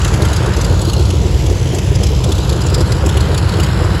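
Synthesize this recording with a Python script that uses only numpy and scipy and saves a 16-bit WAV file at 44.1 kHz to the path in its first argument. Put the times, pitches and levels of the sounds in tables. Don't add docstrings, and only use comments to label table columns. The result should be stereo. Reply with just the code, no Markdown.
import sys
import numpy as np
from scipy import signal
from scipy.fft import rfft, irfft, next_fast_len
from scipy.io import wavfile
from scipy.ndimage import uniform_filter1d, map_coordinates

SR = 44100
rng = np.random.default_rng(int(sys.argv[2]) if len(sys.argv) > 2 else 0)


def log_audio(samples):
    frames = np.atleast_2d(samples).T
    limited = np.clip(frames, -1, 1)
    pcm = np.round(limited * 32767).astype(np.int16)
    wavfile.write(sys.argv[1], SR, pcm)


N = 176400

# working cycles per second, then relative boom, bark and hiss/rasp levels in dB.
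ENGINES = [(3.859, 0.5, 2, -4), (3.519, -2.5, -5, 0), (3.752, -4, -9, -5), (3.012, -6, -15, -12.5)]
# one cylinder's relative bark in dB, in firing order.
CYLINDER_DB = [-4.5, -11, -6, -2, 0, -8, -16, -3.5, -5.5, -3, -3, -3.5, 1, 0, 3, 3.5, -0.5, -5.5]
# multiple of the cycle rate, then its level in dB in each engine.
EXHAUST_ORDERS = [(14,-31,-29.5,-34,-54),(15,-42,-26,-37,-48),(16,-32.5,-29,-42,-46),(17,-32.5,-30,-42.5,-35),(18,-29,-28.5,-34,-31.5),
                  (19,-37,-25,-26.5,-46),(22,-25,-38.5,-49,-41),(24,-21.5,-26,-28.5,-22.5),(26,-39.5,-33,-38,-31.5),(30,-33.5,-35,-34.5,-37),
                  (32,-24.5,-25.5,-30.5,-44),(34,-34.5,-35,-36.5,-48),(38,-31,-31.5,-37.5,-47)]
# peak time in seconds, relative level in dB, clank pitch in Hz.
SPITS = [(0.05, -22, 3880), (0.081, -27, 5100), (0.142, -23.5, 3140), (0.223, -21.5, 4070),
         (0.253, -23.5, 3220), (0.334, -22.5, 3830), (0.366, -24, 5010), (0.569, -26.0, 6250),
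         (0.615, -22.0, 6040), (0.648, -23, 4840), (0.818, -24.5, 7800), (0.853, -25, 4730),
         (0.9, -23.5, 4400), (0.936, -22, 2860), (1.106, -24.0, 2750), (1.466, -26, 3310),
         (1.75, -25.5, 7480), (1.788, -26, 2630), (1.956, -24.5, 5080), (2.037, -19.5, 5020),
         (2.07, -26.5, 5020), (2.243, -21.5, 3420), (2.322, -21, 3380), (2.384, -26.5, 3340),
         (2.497, -22, 4330), (2.528, -27, 3650), (2.619, -24.5, 4860), (2.668, -22.5, 7100),
         (2.702, -28, 4890), (2.747, -17.5, 4990), (2.782, -30, 4700), (2.809, -23.5, 5040),
         (2.923, -21.5, 4840), (3.065, -23, 7590), (3.094, -22, 3400), (3.174, -21.5, 2920),
         (3.209, -23.5, 4720), (3.348, -23.5, 3660), (3.38, -21.5, 4525), (3.494, -24.5, 4360),
         (3.602, -20.5, 2870), (3.636, -22, 4740)]
# peak time in seconds, relative level in dB, pipe pitch in Hz.
HONKS = [(0.707, -17, 438), (0.88, -11, 349), (1, -15, 409), (1.139, -14.5, 352), (1.279, -21.0, 465),
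         (1.447, -17, 340), (1.515, -15, 486), (1.735, -11, 351), (1.922, -14, 380), (2.017, -18, 478),
         (2.115, -16, 450), (2.299, -14, 360), (2.542, -18.5, 427), (2.725, -13, 394), (2.904, -21.0, 357),
         (3.061, -15, 374), (3.167, -19, 383), (3.294, -15.5, 450), (3.541, -16, 445), (3.866, -20, 456)]
# frequency in Hz, relative level in dB.
WASH_EQ = [(20, -7), (60, -10), (240, 6), (400, 4.5), (700, -1), (1400, 2.5), (2300, -5), (3000, -7),
           (4800, -10.5), (6000, -13.5), (8000, -20), (11000, -20.5), (13000, -33), (15800, -45)]
RASP_EQ = [(400, -24), (640, -2.5), (930, 3), (1130, -3), (1450, -1), (4000, -31.5)]
SPIT_EQ = [(900,3),(2900,3),(4900,3),(7600,5.5),(11000,0),(13000,-12),(15800,-16)]
BOOM_EQ = [(20, -18), (33, -22), (42, -15), (52, -6), (65, -5), (100, -2), (125, -2), (190, -4.5),
           (240, -22), (400, -71)]
BARK_EQ = [(150, -12), (240, -13.5), (310, 0.5), (380, -2), (460, -1), (560, -5.5), (660, -10),
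           (900, -17.5), (1500, -25), (2400, -40), (5000, -50)]
HISS_EQ = [(900, -19), (2300, -6.5), (2850, 5.5), (3150, 4), (3400, 4.5), (3700, 1.5), (4100, 4.5),
           (4500, 3), (5000, 3.5), (5900, -1), (7500, 1.5), (10500, -6), (13000, -15), (15800, -33)]
# time in seconds, gain of rasp and wash in dB, gain of hiss in dB.
RIDES = [(0,0.5,1),(.7,1.5,0),(1.8,-0.5,-1),(2.4,-0.5,-1),(4,1,-0.5)]
# time in seconds, left port's lead in ms (negative: right is first).
SWING = [(0,0.053),(.37,0.011),(.8,-.23),(1.37,-.36),(1.95,-.37),(2.37,-0.25),(2.9,-0.12),(4,-0.013)]
# time in seconds, centre in Hz, left and right cut in dB.
NOTCHES = [
    [(.5, 4000, 1, 2), (.65, 3150, -1, 14), (.85, 2400, 2, 3.5), (2.65, 2400, -1, -2),
     (2.95, 3380, -1.5, 16), (3.1, 4760, 2, 17), (3.3, 5600, 0, 18), (4, 6030, 4, 8.5)],
    [(.9, 5600, 2, 6), (1.05, 5100, -1, 5), (1.35, 4300, -0.5, 5), (1.75, 3840, 4, 10),
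     (2.05, 4500, 1.5, 7), (2.3, 5300, -3.5, 4), (2.65, 6240, 3, 7)],
]
# frequency in Hz, left over right in dB.
BALANCE = [(60, 3.5), (200, 2.5), (400, 2.5), (700, -0.5), (1300, 2.5), (2500, 0.5), (4500, 2.5),
           (8000, -0.2), (15000, 0)]
# frequency in Hz, side over mid in dB.
WIDTH = [(60, -12), (200, -17), (500, -7.5), (1500, -11.5), (4000, -9.5), (7300, -15), (9000, 20.5),
         (10300, -6), (12000, -5), (13300, 14), (15000, 3)]


def amp(db):
    return 10 ** (np.asarray(db) / 20)


def unit(x):
    return x / np.sqrt(np.mean(x ** 2) + 1e-20)


def eq_db(points, hz):
    freqs, db = np.transpose(points)
    return np.interp(np.log(hz + 1), np.log(freqs + 1), db)


def automation(rows, seconds=np.arange(N) / SR):
    times, *columns = np.transpose(rows)
    return [np.interp(seconds, times, column) for column in columns]


def wobble(rate):
    knots, steps = rng.standard_normal(64), np.arange(0, N, 100)
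    coarse = map_coordinates(knots, [steps * rate / SR], mode="mirror")
    return np.interp(np.arange(N), steps, coarse)


def filtered(x, response):
    size = next_fast_len(N + SR // 4)
    return irfft(rfft(x, size) * response(np.fft.rfftfreq(size, 1 / SR)), size)[..., :N]


def coloured(pair, eq):
    def response(hz):
        side = amp(eq_db(WIDTH, hz))
        return amp(eq_db(eq, hz)) * np.array([np.ones_like(side), side]) / np.sqrt(1 + side ** 2)
    return unit(filtered(pair, response)) / np.sqrt(2)


def patchy(pair, depth_db):
    spectra = signal.stft(pair, nperseg=512)[2]
    patches = uniform_filter1d(rng.standard_normal(spectra.shape[1:]), size=4, axis=0)
    patches = uniform_filter1d(patches, size=24, axis=1)
    return unit(signal.istft(spectra * amp(depth_db * unit(patches)), nperseg=512)[1][:, :N])


def add(track, start_s, sound):
    i = int(round(start_s * SR))
    a, b = max(i, 0), min(i + sound.shape[-1], N)
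    if b > a:
        track[..., a:b] += sound[..., a - i:b - i]


def puff(rise_s, steep):
    age = np.arange(SR // 25) / SR / rise_s
    return (age * np.exp(1 - age)) ** steep


def pipe_ring(hz, width_hz, size):
    wander = np.sqrt(2 * np.pi * width_hz / SR) * np.cumsum(rng.standard_normal(size))
    return np.sqrt(2) * np.sin(2 * np.pi * (hz * np.arange(size) / SR + rng.random()) + wander)


def propeller_wash(level_db=-26.5):
    ride_db, _ = automation(RIDES)
    flutter_db = 0.7 * wobble(15)
    return amp(level_db + ride_db + flutter_db) * coloured(rng.standard_normal((2, N)), WASH_EQ)


def rasp(level_db=-31, fronts_per_firing=2, jitter_s=0.00012):
    fronts, cylinders = np.zeros((2, N)), len(CYLINDER_DB)
    for cycle_hz, _, _, db in ENGINES:
        firing_hz = cylinders * cycle_hz
        beats = np.arange(16 * cylinders) / firing_hz
        for _ in range(fronts_per_firing):
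            times = beats + rng.random() / firing_hz + jitter_s * rng.standard_normal(len(beats))
            samples = np.clip(times * SR, 0, N).astype(int)
            heights = amp(db + 2 * rng.standard_normal((2, len(beats))))
            heights[1] *= rng.choice([-1, 1], len(beats))
            fronts += [np.bincount(samples, row, N + 1)[:N] for row in heights]
    ride_db, _ = automation(RIDES)
    return amp(level_db + ride_db) * coloured(fronts, RASP_EQ)


def spits(gain_db=1.5, clank_db=-4.5, rise_s=0.0069):
    envelope, clank = np.zeros(N), np.zeros(N)
    shape = puff(rise_s, steep=3)
    for peak_s, db, hz in SPITS:
        burst = amp(db + gain_db) * shape
        ring = pipe_ring(hz, width_hz=170, size=len(shape))
        add(envelope, peak_s - rise_s, burst)
        add(clank, peak_s - rise_s, amp(clank_db) * burst * ring)
    gas = coloured(patchy(rng.standard_normal((2, N)), depth_db=2.5), SPIT_EQ)
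    return envelope * gas + [clank, np.zeros(N)]


def honks(gain_db=-3.5, rise_s=0.011):
    mid, shape = np.zeros(N), puff(rise_s, steep=3)
    for peak_s, db, hz in HONKS:
        ring = pipe_ring(hz, width_hz=50, size=len(shape))
        add(mid, peak_s - rise_s, amp(db + gain_db) * shape * ring)
    return np.array([mid, np.zeros(N)])


def firings(engine_db, patterns, rise_s, late_s, fresh, scatter_db, uneven_db=2.5):
    track, shape, cylinders = np.zeros((2, N)), puff(rise_s, steep=1.04), len(CYLINDER_DB)
    for engine, (cycle_hz, *_) in enumerate(ENGINES):
        cylinder_db = patterns.get(engine, uneven_db * rng.standard_normal(cylinders) - uneven_db)
        pipes = rng.standard_normal((cylinders, 2, len(shape)))
        for firing in range(-2, 16 * cylinders):
            cylinder = firing % cylinders
            noise = rng.standard_normal(pipes.shape[1:])
            gas = np.sqrt(1 - fresh) * pipes[cylinder] + np.sqrt(fresh) * noise
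            db = engine_db[engine] + cylinder_db[cylinder] + scatter_db * rng.standard_normal()
            peak_s = firing / (cylinders * cycle_hz) + late_s
            add(track, peak_s - rise_s, amp(db) * shape * gas)
    return track


def exhaust(boom_db=-19, bark_db=-23, hiss_db=-30.5):
    _, boom_mix, bark_mix, hiss_mix = np.transpose(ENGINES)
    _, ride_db = automation(RIDES)
    boom = firings(boom_mix, {}, rise_s=0.0051, late_s=0.002, fresh=0.42, scatter_db=0)
    bark = firings(bark_mix, {0: CYLINDER_DB}, rise_s=0.00502, late_s=0.00299, fresh=0.44, scatter_db=1)
    hiss = firings(hiss_mix, {}, rise_s=0.004, late_s=0.003, fresh=0.62, scatter_db=2.3)
    return (amp(boom_db) * coloured(boom, BOOM_EQ)
            + amp(bark_db) * coloured(bark, BARK_EQ)
            + amp(hiss_db + ride_db) * coloured(patchy(hiss, depth_db=3), HISS_EQ))


def throb(sway_db=0.5, drift_cycles=0.00081):
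    mid, t = np.zeros(N), np.arange(N) / SR
    for engine, (cycle_hz, *_) in enumerate(ENGINES):
        cycles = cycle_hz * t + drift_cycles * wobble(1.64)
        for order, *levels_db in EXHAUST_ORDERS:
            gain = np.sqrt(2) * amp(levels_db[engine] + sway_db * wobble(3.03))
            mid += gain * np.sin(2 * np.pi * (order * cycles + rng.random()))
    return np.array([mid, np.zeros(N)])


def microphone_swing(pair, lag_below_hz=2350, notch_width_hz=360):
    hz, seconds, spectra = signal.stft(pair, SR, nperseg=1024, noverlap=768)
    hz = hz[:, None]
    lead_ms, = automation(SWING, seconds)
    delay = np.exp(-2j * np.pi * hz * lead_ms / 1000)
    lows = 1 / (1 + (hz / lag_below_hz) ** 10)
    spectra[1] *= lows * delay + 1 - lows
    for notch in NOTCHES:
        centre_hz, left_db, right_db = automation(notch, seconds)
        bell = np.exp(-0.5 * ((hz - centre_hz) / notch_width_hz) ** 2)
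        spectra *= amp(-np.array([left_db, right_db])[:, None] * bell)
    return signal.istft(spectra, SR, nperseg=1024, noverlap=768)[1][:, :N]


def scene():
    mid, side = throb() + exhaust() + honks() + rasp() + spits() + propeller_wash()
    return microphone_swing(np.array([mid + side, mid - side]))


def record(dry, ceiling=0.96, top_hz=15830):
    leaning = filtered(dry, lambda hz: amp(eq_db(BALANCE, hz) * np.array([[0.5], [-0.5]])))
    rounded = leaning / (1 + np.abs(leaning / ceiling) ** 10) ** (1 / 10)
    return filtered(rounded, lambda hz: hz < top_hz)


dry = scene()
out = record(dry)
log_audio(out)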